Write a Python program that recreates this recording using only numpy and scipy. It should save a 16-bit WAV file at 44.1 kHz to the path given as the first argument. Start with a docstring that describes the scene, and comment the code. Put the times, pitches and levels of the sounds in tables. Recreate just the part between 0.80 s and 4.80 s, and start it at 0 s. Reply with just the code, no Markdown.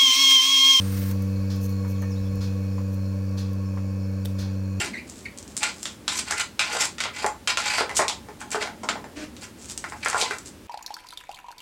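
"""Milking machine in an open dairy yard

One microphone beside the udder. The four-vane vacuum pump hums, rattles and rings thinly, and air leaks in at a
teat cup until it seals with a soft, low thump; other low thumps come later. About once a second the pulsator
lets out a soft puff, with a dull knock on the return stroke. The milker's sleeve rustles, cluster and chain
tick, a hiss fades, a bird chirps far off and metal snaps near the end."""
import sys
import numpy as np
from scipy import signal
from scipy.fft import rfft, irfft
from scipy.io import wavfile

SR = 44100
rng = np.random.default_rng(int(sys.argv[2]) if len(sys.argv) > 2 else 0)


def generate_wav(signal):
    """Clip the signal to [-1, 1] and save it as 16-bit WAV at the path in sys.argv[1]."""
    frames = np.transpose(np.atleast_2d(signal))
    scaled = np.clip(frames, -1, 1) * 32767
    pcm = np.round(scaled).astype(np.int16)
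    wavfile.write(sys.argv[1], SR, pcm)


N = 176400
T = np.arange(N) / SR

# bright spectrum of rustles and ticks: (frequency [Hz], relative density [dB])
HANDLING_SPECTRUM = [(300, 0), (1500, -29), (3000, -6), (4800, -9), (6200, 7.5), (7500, -6), (10500, -3),
                     (12800, 5), (14200, -1), (16000, -3)]


def from_db(db):
    """Decibels to gain."""
    return 10 ** (np.asarray(db) / 20)


def unit_power(x):
    """Scale to an rms of one."""
    return x / np.sqrt(np.mean(x ** 2) + 1e-20)


def in_time(rows):
    """Each column of a timed table as a curve of straight lines."""
    times, *columns = np.transpose(rows)
    return [np.interp(T, times, column) for column in columns]


def filtered(x, hz, kind):
    """A gentle low, high or band pass."""
    return signal.sosfilt(signal.butter(2, hz, kind, fs=SR, output="sos"), x)


def coloured(x, spectrum):
    """Give a steady excitation a spectrum; unit power."""
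    hz, db = np.transpose(spectrum)
    bin_hz = np.maximum(np.arange(N // 2 + 1) * SR / N, 1)
    gain = from_db(np.interp(np.log(bin_hz), np.log(hz), db))
    return unit_power(irfft(rfft(x) * gain, N))


def noise(spectrum):
    """Smooth noise with a spectrum; unit power."""
    return coloured(rng.standard_normal(N), spectrum)


def drift(rate_hz, step=40):
    """A smooth random wander with a spread of one."""
    pole = np.exp(-2 * np.pi * step * rate_hz / SR)
    white = rng.standard_normal(N // step + 2002)
    slow = signal.lfilter([1], [1, -2 * pole, pole * pole], white)[2000:]
    return np.interp(np.arange(N) / step, np.arange(len(slow)), unit_power(slow))


def resonance(hz, width, gate=1):
    """One resonance excited by air noise, which may be gated; unit power."""
    edges = np.clip([hz - width / 2, hz + width / 2], 10, SR * .45)
    return unit_power(filtered(gate * rng.standard_normal(N), edges, "band"))


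def wavering_rings(table, gate=1, wander_hz=14, swell_db=2.8):
    """Air-driven resonances, each wandering in pitch, swelling and fading."""
    out = np.zeros(N)
    for hz, width, db in table:
        ring = signal.hilbert(resonance(hz, width, gate))
        detune = np.exp(2j * np.pi * np.cumsum(wander_hz * drift(5)) / SR)
        out += from_db(db) * unit_power(np.real(ring * detune) * from_db(swell_db * drift(2.5)))
    return out


def envelope(start, attack, hold, t60):
    """Straight rise, hold, exponential release; all in seconds."""
    age = T - start
    return np.clip(age / attack, 0, 1) * from_db(-60 * np.clip((age - attack - hold) / t60, 0, 3))


def crack(start, attack, t60, tail_db, tail_t60):
    """Envelope of a hard contact: a fast decay with a faint tail."""
    return envelope(start, attack, 0, t60) + from_db(tail_db) * envelope(start, attack, 0, tail_t60)


def mode(start, hz, t60):
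    """A struck mode: a sine that dies away."""
    return np.sin(2 * np.pi * hz * (T - start)) * envelope(start, 1 / SR, 0, t60)


def partials(angle, table, waver):
    """Tones locked to a rotation, each wavering a little in strength and timing."""
    out = np.zeros(N)
    for multiple, db in table:
        strength = from_db(db) * np.sqrt(2) * (1 + waver * drift(5.4))
        out += strength * np.cos(round(multiple) * angle + waver * drift(6.4))
    return out


def pump_hum(vane_angle, shaft_angle, wobble=.02):
    """Suction pulses, one per vane, make a low hum that wobbles with each turn of the shaft."""
    # hum at the microphone: (time [s], gain [dB], extra gain of the overtones [dB])
    hum_gain = [(0, 1, -0.5), (.35, 1.9, -0.05), (1.2, 0.6, -0.9), (2.2, 0.44, -1.5), (3.1, -0.5, -1.1),
                (4, -1, -1)]
    # fundamental, then overtones: (multiple of the vane rate, level [dB])
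    harmonics = [(1, -27.5), (2, -31.5), (3, -41.5), (4, -59), (6, -58.5), (7, -66.5)]
    # the fifth harmonic fades on its own: (time [s], level [dB])
    fifth_level = [(0, -46.5), (.35, -46), (1.3, -45), (2.1, -47), (2.8, -51), (3.4, -52.5), (4, -60)]
    gain_db, overtones_db = in_time(hum_gain)
    fifth_db, = in_time(fifth_level)
    fundamental = partials(vane_angle, harmonics[:1], waver=.008)
    overtones = from_db(overtones_db) * partials(vane_angle, harmonics[1:], waver=.022)
    hum = -(fundamental + overtones) * from_db(gain_db) * (1 + wobble * np.cos(shaft_angle))
    fifth = from_db(fifth_db) * np.sqrt(2) * np.cos(5 * vane_angle) * (1 + .1 * drift(6))
    return hum + fifth


def shaft_rattle(shaft_angle, growth_db_per_s=1.0):
    """Unequal vanes rattle at multiples of the shaft rate, slowly coming forward."""
    # rattle tones: (multiple of the shaft rate, starting level [dB])
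    tones = [(9, -63), (14, -72.5), (19, -64), (21, -60.5), (22, -66), (23, -58.5), (46, -70)]
    out = np.zeros(N)
    for multiple, db in tones:
        phase = round(multiple) * shaft_angle + rng.uniform(0, 2 * np.pi) + .33 * drift(2.9)
        out += from_db(db) * np.sqrt(2) * np.cos(phase)
    return from_db(growth_db_per_s * T) * out


def vacuum_pump(vanes=4, gate_depth=.15, rush_depth=.2, rush_db=-48.5):
    """The rotor hums, rattles and whines; each vane gates the air noise that excites exhaust and casing."""
    # pump speed: (time [s], vane rate [Hz])
    speed = [(0, 96.4), (.75, 96.45), (1.2, 96.15), (2, 96.25), (4, 96.05)]
    # thin whine: (multiple of the vane rate, level [dB])
    whine_tones = [(23, -72.5), (24, -75), (26, -67.5), (27, -69.5), (44, -71.5), (45, -73.5), (73, -75)]
    # exhaust resonances: (frequency [Hz], width [Hz], level [dB])
    exhaust_modes = [(433, 88, -57), (501.7, 47, -54), (581, 39.6, -54.5)]
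    # casing resonances: (frequency [Hz], width [Hz], level [dB])
    casing_modes = [(1103, 30.3, -61), (2238, 30, -70), (4270, 170, -68), (4665, 93, -67.5),
                    (5355, 84, -67.5), (6920, 140, -70.5)]
    # swell of whine and casing together: (time [s], gain [dB])
    ring_gain = [(0, 4), (1.1, 5.5), (2.2, 2), (4, 1)]
    # rush of pump and yard: (frequency [Hz], relative density [dB])
    rush_spectrum = [(20, -32), (55, 5), (130, 0.5), (250, 0.5), (370, -2), (700, -8.5), (1000, -6),
                     (1300, -11), (1700, -8), (2000, -20), (2500, -10.5), (2900, -21), (3700, -23),
                     (4400, -23), (5050, -24.5), (5700, -15), (7100, -23), (10000, -26.5), (16000, -26.5)]
    vane_hz, = in_time(speed)
    ring_db, = in_time(ring_gain)
    vane_angle = 2 * np.pi * np.cumsum(vane_hz) / SR - np.pi / 2
    hum = pump_hum(vane_angle, vane_angle / vanes)
    rattle = shaft_rattle(vane_angle / vanes)
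    whine = partials(vane_angle + np.pi / 2, whine_tones, waver=.3)
    gate = 1 + gate_depth * np.cos(vane_angle)
    exhaust = sum(from_db(db) * resonance(hz, width, gate) for hz, width, db in exhaust_modes)
    casing = wavering_rings(casing_modes, gate)
    pulsing_air = rng.standard_normal(N) * (1 + rush_depth * np.cos(vane_angle))
    rush = from_db(rush_db) * coloured(pulsing_air, rush_spectrum)
    return hum + rattle + exhaust + from_db(ring_db) * (whine + casing) + rush


def teat_cup_leak(seal_s=.315, rush_db=-45, flutter_db=2, whistle_fade_db_per_s=38):
    """Air sucked past a teat cup sounds its liner, whistles, then sizzles, and stops as the liner seals."""
    # inrushing air: (frequency [Hz], relative density [dB])
    rush_spectrum = [(200, 15), (700, -7), (1300, 4), (2300, -1.5), (3000, -2.5), (5200, -1), (7500, -8.5),
                     (16000, -25)]
    # whistles: (frequency [Hz], width [Hz], starting level [dB])
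    whistle_modes = [(8620, 200, -46.5), (9740, 220, -53.5)]
    # resonances of the rubber liner: (frequency [Hz], width [Hz], level [dB])
    liner_modes = [(1152, 47, -60), (1700, 120, -57), (2170, 190, -58.5)]
    # fine sizzle of the closing gap: (time [s], level [dB])
    sizzle_level = [(0, -53), (.14, -43), (.24, -41), (.32, -43)]
    # its colour: (frequency [Hz], relative density [dB])
    sizzle_spectrum = [(3000, -11), (11500, -6), (14800, 4.5), (16000, -2.5)]
    sizzle_db, = in_time(sizzle_level)
    whistles = wavering_rings(whistle_modes) * from_db(-whistle_fade_db_per_s * T)
    liner = wavering_rings(liner_modes)
    sizzle = from_db(sizzle_db + flutter_db * drift(110)) * noise(sizzle_spectrum)
    rush = from_db(rush_db + flutter_db * drift(51)) * noise(rush_spectrum)
    gap_open = envelope(start=-1, attack=1, hold=seal_s, t60=.068)  # fully open from the start
    return (rush + liner + sizzle + whistles) * gap_open


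def hiss():
    """A treble hiss that fades into the background."""
    # the fade: (time [s], level [dB])
    level = [(0, -45), (.5, -54.5), (1.2, -57), (1.8, -58), (2.6, -65), (4, -87)]
    # colour of the hiss: (frequency [Hz], relative density [dB])
    spectrum = [(300, -1), (1000, 5), (3000, 0), (6000, 2.5), (8000, -5), (16000, -2.5)]
    level_db, = in_time(level)
    return from_db(level_db) * noise(spectrum)


def chain_ticks():
    """Cluster and chain touch in small, bright cracks."""
    # contacts: (time [s], level [dB])
    ticks = [(0.311, -37), (0.421, -41), (.759, -45), (0.892, -44), (1.22, -43), (1.555, -46), (2.143, -47),
             (2.731, -49)]
    level = sum(from_db(db) * crack(start, attack=.00091, t60=.018, tail_db=-12, tail_t60=.17)
                for start, db in ticks)
    return level * noise(HANDLING_SPECTRUM)


def knocks(attack_s=.00108, mode_split_hz=55):
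    """The pulsator's return and the teat cups clack dully and ring hollow in a close pair of modes."""
    # knocks: (time [s], clack level [dB], ring level [dB], ring pitch [Hz], ring t60 [s])
    strikes = [(0.312, -44, -33.5, 240, 0.066), (1.047, -44.5, -47.5, 955, 0.31),
               (1.223, -41, -43, 1800, 0.26), (1.981, -44.5, -38.5, 1023, .08),
               (2.972, -42.5, -41, 1044, .05)]
    # dull clack: (frequency [Hz], relative density [dB])
    spectrum = [(200, -35), (700, 1.5), (1000, 6), (1800, 1.5), (2600, -8.5), (16000, -46)]
    clack, out = noise(spectrum), np.zeros(N)
    for start, clack_db, ring_db, hz, t60 in strikes:
        out += from_db(clack_db) * clack * envelope(start, attack_s, hold=0, t60=.12)
        ring = mode(start, hz, t60) + .5 * mode(start + attack_s, hz + mode_split_hz, t60)
        out += from_db(ring_db) * ring
    return out


def low_thumps(width_s=.019, low_cut_hz=34):
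    """A soft, low thump as the teat cup seals, and later other soft low thumps, each a swell a few cycles long."""
    # thumps: (time [s], level [dB], pitch [Hz])
    thumps = [(.318, -46, 144), (.6, -42, 65), (.85, -46, 55), (1.149, -43, 128), (1.42, -39, 62),
              (1.5, -38, 57), (1.55, -39.5, 128), (1.59, -37, 60), (1.68, -42, 147), (3.605, -39, 75)]
    out = np.zeros(N)
    for centre, db, hz in thumps:
        swell = np.exp(-.5 * ((T - centre) / width_s) ** 2)
        out += from_db(db) * np.sqrt(2) * swell * np.sin(2 * np.pi * hz * (T - centre) + drift(15))
    return filtered(out, low_cut_hz, "high")


def pulsator(attack_s=.0094, vent_round_trip_s=.0012, vent_echo=.26, split_hz=5700):
    """Each puff of air sounds hollow in its vent and dulls as the pressure falls."""
    # puffs: (time [s], level [dB], hold [s])
    puffs = [(0.696, -46, 0.024), (1.604, -45.5, 0.033), (2.569, -44, 0.021), (3.581, -43.5, 0.026)]
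    # escaping air: (frequency [Hz], relative density [dB])
    spectrum = [(300, -13), (1500, 1.5), (2300, -7), (3000, -3), (4400, 2.5), (6300, -2), (7500, -11),
                (11000, -14), (16000, -15)]
    air = noise(spectrum)
    hollow = unit_power(air + vent_echo * np.roll(air, int(vent_round_trip_s * SR)))
    low = filtered(hollow, split_hz, "low")
    high = -filtered(hollow, split_hz, "high")  # inverted so the bands add in phase
    out = np.zeros(N)
    for start, db, hold in puffs:
        out += from_db(db) * low * envelope(start, attack_s, hold, t60=.5)
        out += from_db(db) * high * envelope(start, attack_s, hold, t60=.17)
    return out


def sleeve_rustles(grains_per_s=2900, spread_db=3, rise_s=.013):
    """Sleeve and hand brush in short bursts of tiny grains over a little smooth noise."""
    # rustles: (time [s], length [s], level [dB])
    rustles = [(0.801, 0.031, -49), (0.829, 0.033, -44.5), (0.883, 0.045, -53.5), (1.069, 0.055, -53),
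               (2.119, 0.019, -55)]
    grains = (rng.random(N) < grains_per_s / SR) * rng.choice([-1, 1], N)
    strength = from_db(spread_db * np.minimum(rng.exponential(1, N), 4))
    cloth = coloured(grains * strength + .2 * rng.standard_normal(N), HANDLING_SPECTRUM)
    return cloth * sum(from_db(db) * envelope(start, rise_s, length - rise_s, t60=.065)
                       for start, length, db in rustles)


def far_bird(echo_db=-3, yard_t60_s=.25):
    """Thin gliding notes from a distance, followed by the echoes of the yard."""
    # notes: (time [s], length [s], from [Hz], to [Hz], bend [under 1 glides early], level [dB])
    chirps = [(1.14, 0.044, 4250, 2820, 1, -57), (1.17, 0.097, 6570, 5000, 3.4, -53),
              (1.29, 0.059, 6800, 4100, 1, -49), (1.351, 0.062, 2510, 4330, 0.29, -52),
              (1.444, 0.04, 3220, 3510, 0.46, -56)]
    song = np.zeros(N)
    for start, length, from_hz, to_hz, bend, db in chirps:
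        progress = np.clip((T - start) / length, 0, 1)
        hz = from_hz + (to_hz - from_hz) * progress ** bend + 120 * drift(150)
        song += from_db(db) * np.sin(np.pi * progress) * np.sin(2 * np.pi * np.cumsum(hz) / SR)
    yard = rng.standard_normal(N) * from_db(-60 * np.minimum(T / yard_t60_s, 2))
    echoes = signal.fftconvolve(song, yard / np.linalg.norm(yard))[:N]
    return song + from_db(echo_db) * echoes


def metal_snap(ring_db=1, echo_s=.017, echo_db=-15):
    """Metal catches in quick contacts and rings on the last; a nearby wall sends it back."""
    # contacts: (time [s], level [dB])
    contacts = [(3.45, -36), (3.4533, -36), (3.456, -27.5)]
    # sharp click: (frequency [Hz], relative density [dB])
    spectrum = [(200, 6), (2500, -8), (3600, 2.5), (4800, -5), (10000, -4), (16000, -7.5)]
    clicks = np.zeros(N)
    for start, db in contacts:
        decay = crack(start, attack=.00021, t60=.014, tail_db=-23, tail_t60=.49)
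        clicks += from_db(db) * noise(spectrum) * decay
    last_start, last_db = contacts[-1]
    ring = from_db(last_db + ring_db) * mode(last_start, hz=3580, t60=.01)
    echo = from_db(echo_db) * np.interp(T - echo_s, T, ring + .5 * clicks)
    return clicks + ring + echo


def scene():
    """The yard in mono, from beside the udder."""
    mix = (vacuum_pump() + teat_cup_leak() + hiss() + chain_ticks() + knocks() + low_thumps()
           + pulsator() + sleeve_rustles() + far_bird() + metal_snap())
    return mix[None]


def record(dry):
    """The top is cut steeply at 16 kHz."""
    return signal.sosfilt(signal.ellip(10, .2, 70, 16000, fs=SR, output="sos"), dry)


dry = scene()
out = record(dry)
generate_wav(out)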